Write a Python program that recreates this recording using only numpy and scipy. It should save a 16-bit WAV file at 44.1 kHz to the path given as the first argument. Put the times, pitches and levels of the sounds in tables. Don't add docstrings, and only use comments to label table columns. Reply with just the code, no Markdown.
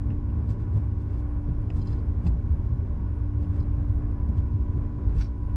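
import sys
import numpy as np
from scipy import signal
from scipy.fft import rfft, irfft
from scipy.io import wavfile
from scipy.ndimage import uniform_filter1d

SR = 44100
rng = np.random.default_rng(int(sys.argv[2]) if len(sys.argv) > 2 else 0)


def wrap_up_sound(samples):
    columns = np.atleast_2d(samples).T
    tamed = np.clip(columns, -1, 1)
    steps = np.round(tamed * 32767).astype(np.int16)
    wavfile.write(sys.argv[1], SR, steps)


N = 245188
TIME = np.arange(N) / SR
BINS_HZ = np.maximum(np.arange(N // 2 + 1) * SR / N, 1)


def undb(db):
    return 10 ** (np.asarray(db) / 20)


def unit(x):
    return x / np.sqrt(np.mean(x ** 2))


def even(x, span_s):
    return x / np.sqrt(uniform_filter1d(x ** 2, max(int(span_s * SR), 2)) + 1e-12)


def curve(table):
    return np.interp(TIME, *np.transpose(table))


def noise():
    return rng.standard_normal(N)


def wander(rate_hz):
    return unit(irfft(rfft(noise()) * np.exp(-(np.arange(len(BINS_HZ)) * SR / N / rate_hz) ** 2), N))


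def colour(x, points):
    hz, db = np.transpose(points)
    ends = np.minimum(BINS_HZ / hz[0], 1) ** 2 * np.minimum(hz[-1] / BINS_HZ, 1) ** 2
    gain = undb(np.interp(np.log(BINS_HZ), np.log(hz), db))
    return irfft(rfft(x) * ends * gain, N)


def ring(x, notes):
    response = sum(undb(db) / (1 + 1j * (BINS_HZ ** 2 - hz ** 2) / (BINS_HZ * width_hz)) ** 2
                   for hz, width_hz, db in notes)
    return irfft(rfft(x) * response / np.sqrt(np.mean(np.abs(response) ** 2)), N)


def swell(peak_s, rise_s, fall_s):
    distance = (TIME - peak_s) / np.where(TIME < peak_s, rise_s, fall_s)
    return 1 / np.cosh(np.clip(distance * np.sqrt(2), -20, 20))


def grains(spread_db):
    return unit(noise() * undb(spread_db * wander(770)))


def hit(start_s, db):
    return undb(db) * (np.arange(N) == int(start_s * SR))


def rebounds(start_s, db, count, gap_s=(.003, .007), loss_db=3):
    times = start_s + np.cumsum(rng.uniform(*gap_s, count))
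    return sum(hit(at_s, db - loss_db * k) for k, at_s in enumerate(times))


def sway(mean_db, sway_db, loudest_s, cycle_s=2.2):
    return mean_db + sway_db * np.cos(2 * np.pi * (TIME - loudest_s) / cycle_s)


def tones(rows, waver_db, drift):
    return sum(np.sqrt(2) * undb(db + waver_db * wander(13))
               * np.sin(2 * np.pi * hz * TIME + drift * wander(25)) for hz, db in rows)


# time_s, level_db
BOOM_LEVEL = [(0, -27.5), (.45, -27), (.88, -26), (1.05, -28), (1.9, -26), (2.2, -26.5), (2.8, -25.5),
              (3.25, -27.5), (3.7, -24), (4.05, -26.5), (4.55, -25.5), (4.95, -27.5), (5.15, -25.5),
              (5.33, -33), (5.56, -25)]
# pitch_hz, gain_db
BOOM_COLOUR = [(15, -20.5), (24, -16), (33, 1), (42, -10.5), (58, -1), (70, 0), (85, -1), (104, -0.5),
               (125, -11.5), (150, -20), (220, -48)]
# pitch_hz, gain_db
BODY_COLOUR = [(90, -16), (135, 2), (175, -2), (215, -6), (280, -21.5)]
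# pitch_hz, gain_db
ROAR_COLOUR = [(300, -11), (450, 3), (700, -1.5), (830, -4), (895, -4), (1050, -2), (1170, -5.5),
               (1340, -11.5), (1700, -10), (1880, -17), (2400, -21.5), (2740, -33.5), (5000, -42),
               (9000, -44)]
# pitch_hz, width_hz, gain_db
CABIN_NOTES = [(572.7, 42, -0.5), (823.5, 82, -6), (948, 82, -3.5), (1076, 85, -6), (1235, 80, -17.5),
               (1464, 130, -12), (1980, 75, -19.5), (2263, 270, -22.5), (2574, 70, -22), (2854, 110, -25.5),
               (3180, 150, -31)]
# pitch_hz, gain_db
PANEL_COLOUR = [(190, -4.5), (260, 0.5), (310, 1.5), (360, -4.5), (430, -3), (520, -17.5)]
# time_s, level_db
PANEL_LEVEL = [(0, -48.5), (.75, -46), (.9, -52), (1.1, -45), (1.4, -53.5), (1.65, -44.5), (2.05, -46.5),
               (2.75, -49), (3.9, -49), (4.75, -49), (4.9, -47.5), (5.13, -46.5), (5.3, -50.5),
               (5.56, -50.5)]


def tyres():
    boom_db = curve(BOOM_LEVEL)
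    rough_db = boom_db - boom_db.mean()
    boom = even(colour(noise(), BOOM_COLOUR), span_s=.1) * undb(boom_db + .98 * wander(20))
    body = even(colour(noise(), BODY_COLOUR), span_s=.071) * undb(-43.5 + rough_db + 2.8 * wander(7.9))
    roar = unit(colour(noise(), ROAR_COLOUR)) * undb(-56.5 + .33 * rough_db + 1.8 * wander(7.2))
    hollow = unit(ring(noise(), CABIN_NOTES)) * undb(-59 + .15 * rough_db + 1.2 * wander(17))
    panels = unit(colour(noise(), PANEL_COLOUR)) * undb(curve(PANEL_LEVEL))
    return boom + body + panels + roar + hollow


# time_s, speed_hz
SHAFT_SPEED = [(0, 58.2), (.8, 58.5), (1.5, 58.3), (2.3, 58.25), (2.8, 58.35), (3.3, 58.2), (4.15, 58.2),
               (4.8, 58.4), (5.56, 58.1)]
# time_s, level_db
HUM_LEVEL = [(0, -42), (0.25, -43), (0.6, -49.5), (1.35, -41), (1.75, -43), (2.85, -52.5), (3.3, -41.5),
             (4.1, -42), (4.35, -46), (4.65, -43), (5.56, -47)]
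# time_s, level_db
LOWER_GEAR_LEVEL = [(0, -68), (.2, -65), (0.78, -63.5), (.9, -70), (1.6, -69), (2.25, -65.5), (2.4, -70),
                    (3.55, -67.5), (4.0, -69), (4.2, -59.5), (4.55, -61), (4.75, -59.5), (4.88, -61),
                    (5.04, -57.5), (5.13, -68), (5.3, -65), (5.4, -57.5), (5.56, -57)]
# time_s, level_db
UPPER_GEAR_LEVEL = [(0, -68), (1.1, -70), (2.1, -68), (2.22, -61.5), (2.34, -72), (3.3, -69), (5.56, -67)]
# cycles_per_turn, level_db
SHAFT_TONES = [(1, -35), (3, -51), (6, -59), (10, -68), (14, -76), (19, -68.5), (25, -79)]


def drive():
    speed_hz = curve(SHAFT_SPEED) * (1 + .0007 * wander(12))
    angle = 2 * np.pi * np.cumsum(speed_hz) / SR

    def shaft_tone(cycles_per_turn, level_db):
        gain = np.sqrt(2) * undb(level_db + .5 * wander(12))
        return gain * np.sin(cycles_per_turn * angle + 2 * np.pi * rng.random() + .12 * wander(9.9))

    hum = shaft_tone(4, sway(mean_db=-46.5, sway_db=2.7, loudest_s=2.45))
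    hum += shaft_tone(5, curve(HUM_LEVEL))
    gears = shaft_tone(17, curve(LOWER_GEAR_LEVEL)) + shaft_tone(18, curve(UPPER_GEAR_LEVEL))
    return hum + gears + sum(shaft_tone(*row) for row in SHAFT_TONES)


# pitch_hz, gain_db
AIR_COLOUR = [(1500, -10.5), (3500, 1.5), (4300, -1), (4650, -8), (4850, -3.5), (5200, -2.5), (6200, -3),
              (8000, -12.5), (10500, -14), (12500, -22)]
# pitch_hz, width_hz, gain_db
VENT_NOTES = [(4710, 46, 1.5), (5040, 360, -4), (6900, 110, -8)]
# pitch_hz, level_db
FAN_TONE = [(374, -60.5)]


def ventilation():
    hiss = unit(colour(noise(), AIR_COLOUR)) * undb(-79.5 + .91 * wander(4))
    whistles = undb(-87) * unit(ring(noise(), VENT_NOTES))
    return hiss + whistles + tones(FAN_TONE, waver_db=5.5, drift=.49)


# pitch_hz, gain_db
WHINE_TONES = [(9180, -4), (9414, 2), (9649, -11), (10121, -6)]


def electronics():
    level_db = sway(mean_db=-92, sway_db=2.2, loudest_s=1.45)
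    return undb(level_db) * tones(WHINE_TONES, waver_db=3.5, drift=.59)


# start_s, kick_db, pitch_hz, decay_s, thud_db, knock_db
BUMPS = [(0.071, -24.5, 115.4, 0.026, -36, -66.5), (0.377, -8.5, 70.4, 0.019, -47, -66),
         (0.482, -19, 105, 0.052, -36, -64.5), (0.743, -4.5, 96.5, 0.015, -30, -58),
         (1.468, -14.5, 114.4, 0.02, -29.5, -71.5), (1.738, -4, 88.4, 0.014, -40, -51.5),
         (2.242, -10, 81.2, 0.02, -26, -55), (2.291, -9, 56.7, 0.032, -43.5, -64),
         (2.503, -6.5, 69.7, 0.026, -36.5, -70), (3.407, -10.5, 64, 0.031, -37, -56.5),
         (4.279, -10.5, 71, 0.022, -32, -61.5), (4.37, -13, 82.4, 0.029, -34, -60),
         (4.535, -15.5, 97.3, 0.036, -45, -72), (4.76, -26, 111, 0.028, -33.5, -62),
         (5.064, -12.5, 54, 0.085, -47, -49), (5.166, -5.5, 53.4, 0.038, -36.5, -58)]
# pitch_hz, width_hz, gain_db
KNOCK_NOTES = [(418, 410, 0), (714, 250, -5.5), (870, 88, -9.5)]


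def bumps():
    out = np.zeros(N)
    knock = ring(noise(), KNOCK_NOTES)
    thud = even(colour(noise(), BODY_COLOUR), span_s=.012)
    for start_s, kick_db, pitch_hz, decay_s, thud_db, knock_db in BUMPS:
        age_s = np.maximum(TIME - start_s, 0)
        rise_and_fade = (1 - np.exp(-age_s / .014)) * np.exp(-age_s / decay_s)
        out += undb(kick_db) * rise_and_fade * np.sin(2 * np.pi * pitch_hz * age_s)
        out += undb(thud_db) * swell(start_s + .017, rise_s=.013, fall_s=.031) * thud
        out += undb(knock_db) * swell(start_s + .032, rise_s=.0091, fall_s=.044) * knock
    return out


# start_s, strength_db, pitch_ratio, treble_db_per_octave, hollow_db
TICKS = [(.104, -47.5, 1, -4, 10), (.110, -56, .97, -4, 11), (.119, -55, 1, -3, 0),
         (.301, -54, .96, -2, -4), (1.7025, -40, .98, -.5, 1), (2.259, -54, 1, -1, 0),
         (3.447, -56, 1, 0, 0), (5.166, -51, .95, -4, 4)]
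# pitch_hz, width_hz, gain_db
TICK_NOTES = [(710, 260, 8), (2690, 400, 5.5), (4100, 200, -17), (5130, 400, -10), (7450, 600, -17),
              (9700, 1500, -30)]


def trim_ticks():
    out = np.zeros(N)
    crackle = even(noise(), span_s=.002)
    for start_s, strength_db, pitch_ratio, treble_tilt, hollow_db in TICKS:
        fade = (TIME >= start_s) * np.exp(-np.abs(TIME - start_s) / .005)
        force = hit(start_s, strength_db + 16) + undb(strength_db - 7.5) * fade * crackle
        hollow_note = (1900, 260, hollow_db)
        notes = [(hz * pitch_ratio, width_hz, db + treble_tilt * max(np.log2(hz / 2000), 0))
                 for hz, width_hz, db in TICK_NOTES + [hollow_note]]
        out += ring(force, notes)
    return out


# peak_s, level_db, rise_s, treble_db_per_octave
STROKES = [(.508, -60.5, 0.02, 1), (.615, -68, 0.024, -1), (.758, -66.5, 0.026, 0.5),
           (1.013, -68.5, 0.014, 0.5), (1.134, -66, 0.037, -3), (1.195, -70, 0.018, 2),
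           (1.772, -64.5, 0.026, 1.5), (1.906, -62.5, 0.059, -1.5), (2.268, -65.5, 0.023, 2.5),
           (2.525, -74, 0.018, 2.5), (2.66, -74, 0.028, -0.5), (2.87, -73, .02, -3), (3.43, -68, .015, -1),
           (3.562, -67, 0.04, -1.5), (3.89, -72, .01, -2), (4.29, -70.5, 0.0093, 1.5),
           (4.383, -64, 0.017, -0.5), (5.205, -59, 0.039, 0.5)]
# pitch_hz, gain_db
RUSTLE_COLOUR = [(600, -11), (1400, 8), (2400, 1), (3300, -0.5), (4600, -2.5), (5800, -4.5), (7000, -7.5),
                 (9000, -9), (11000, -12.5), (12500, -13)]
# pitch_hz, width_hz, gain_db
GLASSY_PEAKS = [(2750, 130, 1), (3500, 100, 1), (4170, 100, 2), (4760, 90, 3), (5430, 110, -1),
                (5920, 90, -2), (6400, 90, -3), (6950, 100, -2), (7430, 90, -3), (7930, 90, -3),
                (8760, 90, -5)]


def rustles(glassy_share=.2):
    out = np.zeros(N)
    brush = unit(colour(grains(spread_db=3.5), RUSTLE_COLOUR))
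    glassy = unit(ring(grains(spread_db=3.5), GLASSY_PEAKS))
    spectrum = rfft(np.sqrt(1 - glassy_share) * brush + np.sqrt(glassy_share) * glassy)
    for peak_s, level_db, rise_s, treble_tilt in STROKES:
        stroke = unit(irfft(spectrum * undb(treble_tilt * np.log2(BINS_HZ)), N))
        out += undb(level_db) * swell(peak_s, rise_s, fall_s=.98 * rise_s) * stroke
    return out


def hollow_colour(x, delay_s, copy_db):
    gain = undb(copy_db)
    return (x + gain * np.interp(TIME - delay_s, TIME, x)) / np.sqrt(1 + gain ** 2)


# start_s, strength_db
FITTING_HITS = [(1.795, -69), (1.815, -60.5), (1.871, -56.5), (1.904, -70), (1.928, -62.5), (1.987, -69),
                (3.424, -76), (3.602, -62.5), (3.626, -70.5), (5.090, -78)]
# pitch_hz, width_hz, gain_db
FITTING_NOTES = [(3170, 200, -7), (4110, 100, 2), (4300, 100, -1.5), (4790, 80, 1.5), (5080, 150, 0),
                 (6330, 160, -12), (6880, 200, -14), (7480, 140, -14)]


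def fitting_chatter():
    out = np.zeros(N)
    buzz = grains(spread_db=11.5)
    for start_s, strength_db in FITTING_HITS:
        force = hit(start_s, strength_db + 25) + rebounds(start_s, strength_db + 14, count=3)
        force += undb(strength_db - 5) * swell(start_s, rise_s=.008, fall_s=.008) * buzz
        notes = [(hz, width_hz, db + 1.5 * rng.standard_normal()) for hz, width_hz, db in FITTING_NOTES]
        out += ring(force, notes)
    return out


# pitch_hz, width_hz, gain_db
LATCH_NOTES = [(560, 130, 11), (760, 180, 12), (1080, 110, 6), (1480, 140, 2), (1930, 110, 2),
               (2620, 260, 2.5), (3494, 90, -3), (4200, 130, 0), (4790, 100, 1.5), (5276, 60, -7),
               (6120, 60, -7), (7095, 50, -8), (7440, 50, -7), (7920, 50, -8), (8742, 50, -9)]


def latch_clack(start_s=2.2655, strength_db=-20):
    force = hit(start_s, strength_db) + rebounds(start_s, strength_db - 7, count=2)
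    return ring(force, LATCH_NOTES)


# peak_s, level_db, rise_s, fall_s
PANEL_PULLS = [(5.185, -59, .004, .005), (5.217, -48, .012, .012), (5.250, -61.5, .012, .024)]
# pitch_hz, width_hz, gain_db
RASP_NOTES = [(1490, 270, 5), (2280, 510, -.5), (2930, 170, -4), (3440, 110, -1.5), (3900, 210, 0),
              (4450, 140, 4), (4840, 150, 3), (5430, 110, 4), (5660, 130, 1), (6120, 260, -5),
              (8050, 180, -11)]


def panel_rasp(slips_per_s=245):
    pull = sum(undb(db) * swell(peak_s, rise_s, fall_s) for peak_s, db, rise_s, fall_s in PANEL_PULLS)
    slip_count = np.floor(np.cumsum(slips_per_s * (1 + .1 * wander(60))) / SR)
    slips = unit(np.diff(slip_count, prepend=0) * undb(3.5 * wander(200)))
    return pull * even(ring(slips + grains(spread_db=8), RASP_NOTES), span_s=.012)


def scene():
    hollow_rustles = hollow_colour(rustles(), delay_s=.00225, copy_db=1)
    ride = tyres() + bumps() + drive() + ventilation() + electronics()
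    rattles = trim_ticks() + fitting_chatter() + latch_clack() + panel_rasp()
    return (ride + rattles + hollow_rustles)[None]


def record(dry):
    return signal.sosfilt(signal.ellip(8, .2, 70, 12600, fs=SR, output="sos"), dry)


dry = scene()
out = record(dry)
wrap_up_sound(out)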